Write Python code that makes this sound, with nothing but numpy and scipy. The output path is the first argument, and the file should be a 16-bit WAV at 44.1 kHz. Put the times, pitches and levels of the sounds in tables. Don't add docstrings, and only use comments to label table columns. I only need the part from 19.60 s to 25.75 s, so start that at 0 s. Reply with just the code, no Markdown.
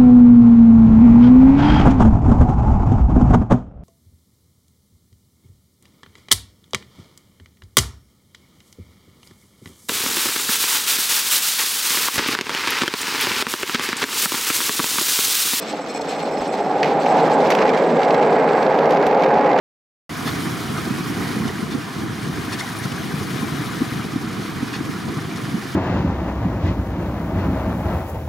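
import sys
import numpy as np
from scipy import signal
from scipy.fft import rfft, irfft, next_fast_len
from scipy.io import wavfile
from scipy.ndimage import uniform_filter1d, map_coordinates

SR = 44100
rng = np.random.default_rng(int(sys.argv[2]) if len(sys.argv) > 2 else 0)


def unload_audio(sound):
    columns = np.transpose(np.atleast_2d(sound))
    steps = np.round(np.clip(columns, -1, 1) * 32767)
    wavfile.write(sys.argv[1], SR, steps.astype(np.int16))


N = 271215
TIME = np.arange(N) / SR


def amp(db):
    return 10 ** (np.asarray(db) / 20)


def unit(x):
    return x / np.sqrt(np.mean(x ** 2) + 1e-20)


def along(points, hz):
    freqs, values = np.transpose(points)
    return np.interp(np.log(hz + 1), np.log(freqs + 1), values)


def wobble(rate):
    knots = rng.standard_normal(int(N * rate / SR) + 4)
    return map_coordinates(knots, [TIME * rate])


def filtered(x, response):
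    size = next_fast_len(N + SR // 2)
    return irfft(rfft(x, size) * response(np.fft.rfftfreq(size, 1 / SR)), size)[..., :N]


def panned(lr_db):
    return amp(np.array([lr_db, -lr_db]) / 2).reshape(2, -1)


def add(out, start, sound):
    part = out[:, round(start * SR):][:, :sound.shape[-1]]
    part += sound[..., :part.shape[-1]]


def patchy(depth_db):
    spectra = signal.stft(rng.standard_normal((2, N)), nperseg=512)[2]
    patches = uniform_filter1d(rng.standard_normal(spectra.shape[1:]), size=8, axis=0)
    patches = uniform_filter1d(patches, size=7, axis=1)
    return unit(signal.istft(spectra * amp(depth_db * unit(patches)), nperseg=512)[1][:, :N])


def spread(pair, spectrum, coherence):
    def response(hz):
        angle = np.arccos(np.clip(along(coherence, hz), -1, 1)) / 2
        return amp(along(spectrum, hz)) * np.array([np.cos(angle), np.sin(angle)])
    mid, side = filtered(pair, response)
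    return unit(np.array([mid + side, mid - side]))


# (time [s], level [dB])
WIND_LEVELS = [(0.5, -31), (0.68, -24.5), (1.05, -27), (1.85, -25), (2.05, -29.5), (2.15, -25),
               (2.23, -30.5), (2.33, -31.5), (2.42, -21.5), (2.55, -29.6), (2.73, -24.5), (2.98, -27.5),
               (3.03, -31.3), (3.53, -26), (5.78, -28.9), (5.83, -25.9), (6.1, -32.5), (6.15, -30)]
# (frequency [Hz], relative density [dB])
WIND_SPECTRUM = [(25, -34), (50, -20), (85, -5), (130, 2.5), (220, 1), (310, -0.5), (370, -5.5), (460, -10),
                 (550, -23), (800, -19.5), (2000, -64)]
# (frequency [Hz], coherence [0-1])
WIND_COHERENCE = [(30, .4), (80, 0.84), (200, 0.88), (400, 0.58)]
# (time [s], envelope peak [dB], frequency [Hz], left minus right [dB])
EDDIES = [(1.3, -13, 226, -7), (1.499, -15, 174, -3), (1.585, -19, 264, -5), (1.759, -17.5, 215, 1),
          (1.851, -18.5, 220, -12), (2.025, -17.5, 215, 8), (2.142, -18.5, 264, -14),
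          (3.249, -16.5, 170, 5), (3.533, -14.5, 170, 4), (3.822, -17.5, 230, .5), (4.212, -10, 266.6, 3),
          (4.319, -19, 271, 2), (4.554, -11, 270, 0), (4.783, -21.5, 203, 0), (5.024, -17.5, 275, -3),
          (5.203, -18, 285, 5), (5.285, -17, 230, -11.5), (5.474, -20, 202, 9), (5.566, -16, 150, 3),
          (5.939, -14.5, 200, -8)]


def wind():
    wake_db, wake_lag_s, wake_half_width_s = -27.5, 0.0086, 0.022
    wakes = sum(np.exp(-((TIME - start - wake_lag_s) / wake_half_width_s) ** 2) for start, *_ in EDDIES)
    wind_db = np.interp(TIME, *np.transpose(WIND_LEVELS)) + 0.39 * wobble(21.91)
    strength = np.hypot(amp(wind_db), amp(wake_db) * wakes)
    flutter = unit(amp(2.1 * wobble(130))) * rng.standard_normal((2, N))
    out = strength * panned(-.8) * spread(flutter, WIND_SPECTRUM, WIND_COHERENCE)
    t = np.arange(SR // 20) / SR
    age = t / 0.0088
    push = (age * np.exp(1 - age)) ** 5
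    for start, db, hz, lr_db in EDDIES:
        add(out, start, amp(db) * panned(lr_db) * push * np.sin(2 * np.pi * hz * t))
    return out


# (time [s], level [dB], centre frequency [Hz])
SPITS = [(0.698, -24, 13000), (2.615, -34, 9300), (3.1875, -25, 10100), (3.253, -28, 10850)]


def spray():
    out, t = np.zeros((2, N)), np.arange(SR // 10) / SR
    envelope = np.exp(-t / 0.004) * (1 - np.exp(-t / 0.0018))
    for start, db, hz in SPITS:
        hiss = wobble(1000)[:len(t)] * np.sin(2 * np.pi * hz * t)
        add(out, start, amp(db) * hiss * envelope)
    return out


# (time [s], level [dB], starting frequency [Hz])
DROPS = [(1.884, -25, 2890), (3.009, -18, 2010), (3.075, -23, 1880), (3.318, -26, 2900), (5.712, -27, 2300)]


def drops():
    out, t = np.zeros((2, N)), np.arange(SR // 10) / SR
    attack = 1 - np.exp(-t / 0.00079)
    for start, db, hz in DROPS:
        ring = np.sin(2 * np.pi * hz * t * (1 + 4.5 * t)) * np.exp(-t * hz / 11)
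        add(out, start, amp(db) * ring * attack)
    return out


def bubbles(low_hz, high_hz, cycles, scatter_db, count, samples):
    when, pitch, strength, life = rng.random((count, 4)).T[:, :, None]
    hz = low_hz + (high_hz - low_hz) * pitch
    turns = hz * np.arange(samples) / SR
    age = turns / (cycles * (.5 + life))
    rise = 1 + 0.037 * np.minimum(age, 2)
    pings = np.sin(2 * np.pi * turns * rise) * np.exp(-2 * age)
    pings *= amp(-scatter_db * np.log(0.027 + strength))
    positions = (when * 2 * N).astype(int) + np.arange(samples)
    stream = np.bincount(positions.ravel(), pings.ravel(), 2 * N)
    return unit(stream[:2 * N].reshape(2, N))


# (frequency [Hz], coherence [0-1])
WATER_COHERENCE = [(500, 0.77), (1200, 0.71), (2500, 0.64), (4500, 0.84), (7500, 0.98), (10000, 0.79),
                   (15000, .55)]
# (frequency [Hz], relative density [dB])
SLAP_SPECTRUM = [(300, -22), (700, -3.5), (1200, 5), (2000, -2), (2900, -2), (3700, 0.5), (5300, 0.5),
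                 (7800, -5.5), (9600, 0.5), (15000, -1)]
# (peak time [s], level [dB], duration [s], low-pass cutoff [Hz])
SLAPS = [(0.682, -27, 0.038, 3260), (1.881, -35, 0.0093, 7000), (2.126, -34, 0.043, 3700),
         (2.638, -42, 0.081, 6000), (2.936, -29, 0.03, 6300), (3.002, -26.5, 0.026, 6000),
         (3.243, -34, 0.033, 6500), (3.324, -33.5, 0.011, 6000), (3.78, -36, 0.081, 3000),
         (4.858, -40.5, 0.081, 4500), (5.083, -35, 0.019, 4600), (5.147, -29.5, 0.043, 3700),
         (5.768, -36, 0.023, 6000)]


def slaps():
    echo_s, echo_gain = .001125, .85
    noise = patchy(depth_db=1.5)
    pings = bubbles(low_hz=1800, high_hz=9000, cycles=4, scatter_db=3, count=12000, samples=150)
    crackle = spread(noise + amp(-7) * pings, SLAP_SPECTRUM, WATER_COHERENCE)
    hollow = filtered(crackle, lambda hz: 1 + echo_gain * np.exp(-2j * np.pi * hz * echo_s))
    out = np.zeros((2, N))
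    for peak, db, duration, cutoff_hz in SLAPS:
        near = np.abs(TIME - peak) < .1
        softened = signal.sosfilt(signal.butter(2, cutoff_hz, fs=SR, output="sos"), hollow[:, near])
        swell = np.exp(-np.abs(2 * (TIME[near] - peak) / duration) ** 3)
        out[:, near] += amp(db) * swell * unit(softened)
    return out


def surge(crest, run, release_s, build_s=0.32, sag_db_per_s=4.5):
    age = TIME - crest
    building = np.exp(np.minimum(age, 0) / build_s)
    sagging = amp(-sag_db_per_s * np.maximum(age, 0))
    return building * sagging * np.exp(-np.maximum(age - run, 0) / release_s)


# (crest time [s], run [s], churn [dB], foam [dB], left minus right [dB])
WAVES = [(0.68, 0.66, -31.5, -38.5, -1), (1.62, 0.25, -33.5, -41, -3), (2.93, 0.62, -36, -42, 5.5),
         (3.74, 0.65, -34.5, -41, 8), (5.15, 0.091, -40, -52, -2)]


def sea_levels():
    lap_churn_db, lap_foam_db, lap_lr_db = -34, -41, -0.5
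    churn_power, foam_power = amp(lap_churn_db) ** 2, amp(lap_foam_db) ** 2
    weighted_lr = churn_power * lap_lr_db
    for crest, run, churn_db, foam_db, lr_db in WAVES:
        wave_power = (amp(churn_db) * surge(crest, run, release_s=0.15)) ** 2
        churn_power += wave_power
        weighted_lr += wave_power * lr_db
        foam_power += (amp(foam_db) * surge(crest, run, release_s=0.28)) ** 2
    return 10 * np.log10(churn_power), 10 * np.log10(foam_power), weighted_lr / churn_power


# (frequency [Hz], relative density [dB])
CHURN_SPECTRUM = [(150, -36), (450, -9), (700, -0.5), (1200, 0), (1700, -2.5), (2400, -6), (3600, -13.5),
                  (6000, -20.5), (15000, -55)]
FOAM_SPECTRUM = [(800, -20), (2500, -1), (3700, 1), (5400, -1.5), (6600, -4), (7900, -8), (9900, -4.5),
                 (11500, -8.5), (13500, -9.5), (15800, -13)]


def wash(churn_db, foam_db, lr_db):
    slosh = wobble(28)
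    gurgle = bubbles(low_hz=1000, high_hz=3600, cycles=10, scatter_db=3, count=5000, samples=700)
    fizz = bubbles(low_hz=2150, high_hz=14300, cycles=3.8, scatter_db=2.5, count=16000, samples=100)
    tinkle = bubbles(low_hz=2197, high_hz=12170, cycles=39, scatter_db=2.0, count=2500, samples=900)
    churn = spread(patchy(depth_db=1.1) + amp(-14) * gurgle, CHURN_SPECTRUM, WATER_COHERENCE)
    froth = patchy(depth_db=1.1) + amp(-9.5) * fizz + amp(-17) * tinkle
    foam = spread(froth, FOAM_SPECTRUM, WATER_COHERENCE)
    finest = filtered(foam, lambda hz: 1 - 1 / (1 + (hz / 9000) ** 4))
    foam += finest * (amp(0.95 * (foam_db - foam_db.mean())) - 1)
    churn *= amp(churn_db + 0.5 * slosh + 0.22 * wobble(60)) * panned(lr_db)
    foam *= amp(foam_db + 0.75 * slosh + 0.97 * wobble(90)) * panned(0.3 * lr_db)
    return churn + foam


def scene():
    churn_db, foam_db, lr_db = sea_levels()
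    return wash(churn_db, foam_db, lr_db) + slaps() * panned(lr_db) + drops() + spray() + wind()


# (centre frequency [Hz], width [Hz], depth [0-1])
NOTCHES = [(590, 70, .65), (868, 80, .68), (2670, 190, .68)]


def record(dry):
    start_s, top_hz = .494, 15850

    def notches(hz):
        return np.prod([1 - depth * 1j * hz * width / (centre ** 2 - hz ** 2 + 1j * hz * width)
                        for centre, width, depth in NOTCHES], axis=0)
    gated = filtered(dry, notches) * (TIME >= start_s)
    low_pass = signal.firwin(401, top_hz, fs=SR)
    return signal.fftconvolve(gated, low_pass[None], mode="same", axes=1)


dry = scene()
out = record(dry)
unload_audio(out)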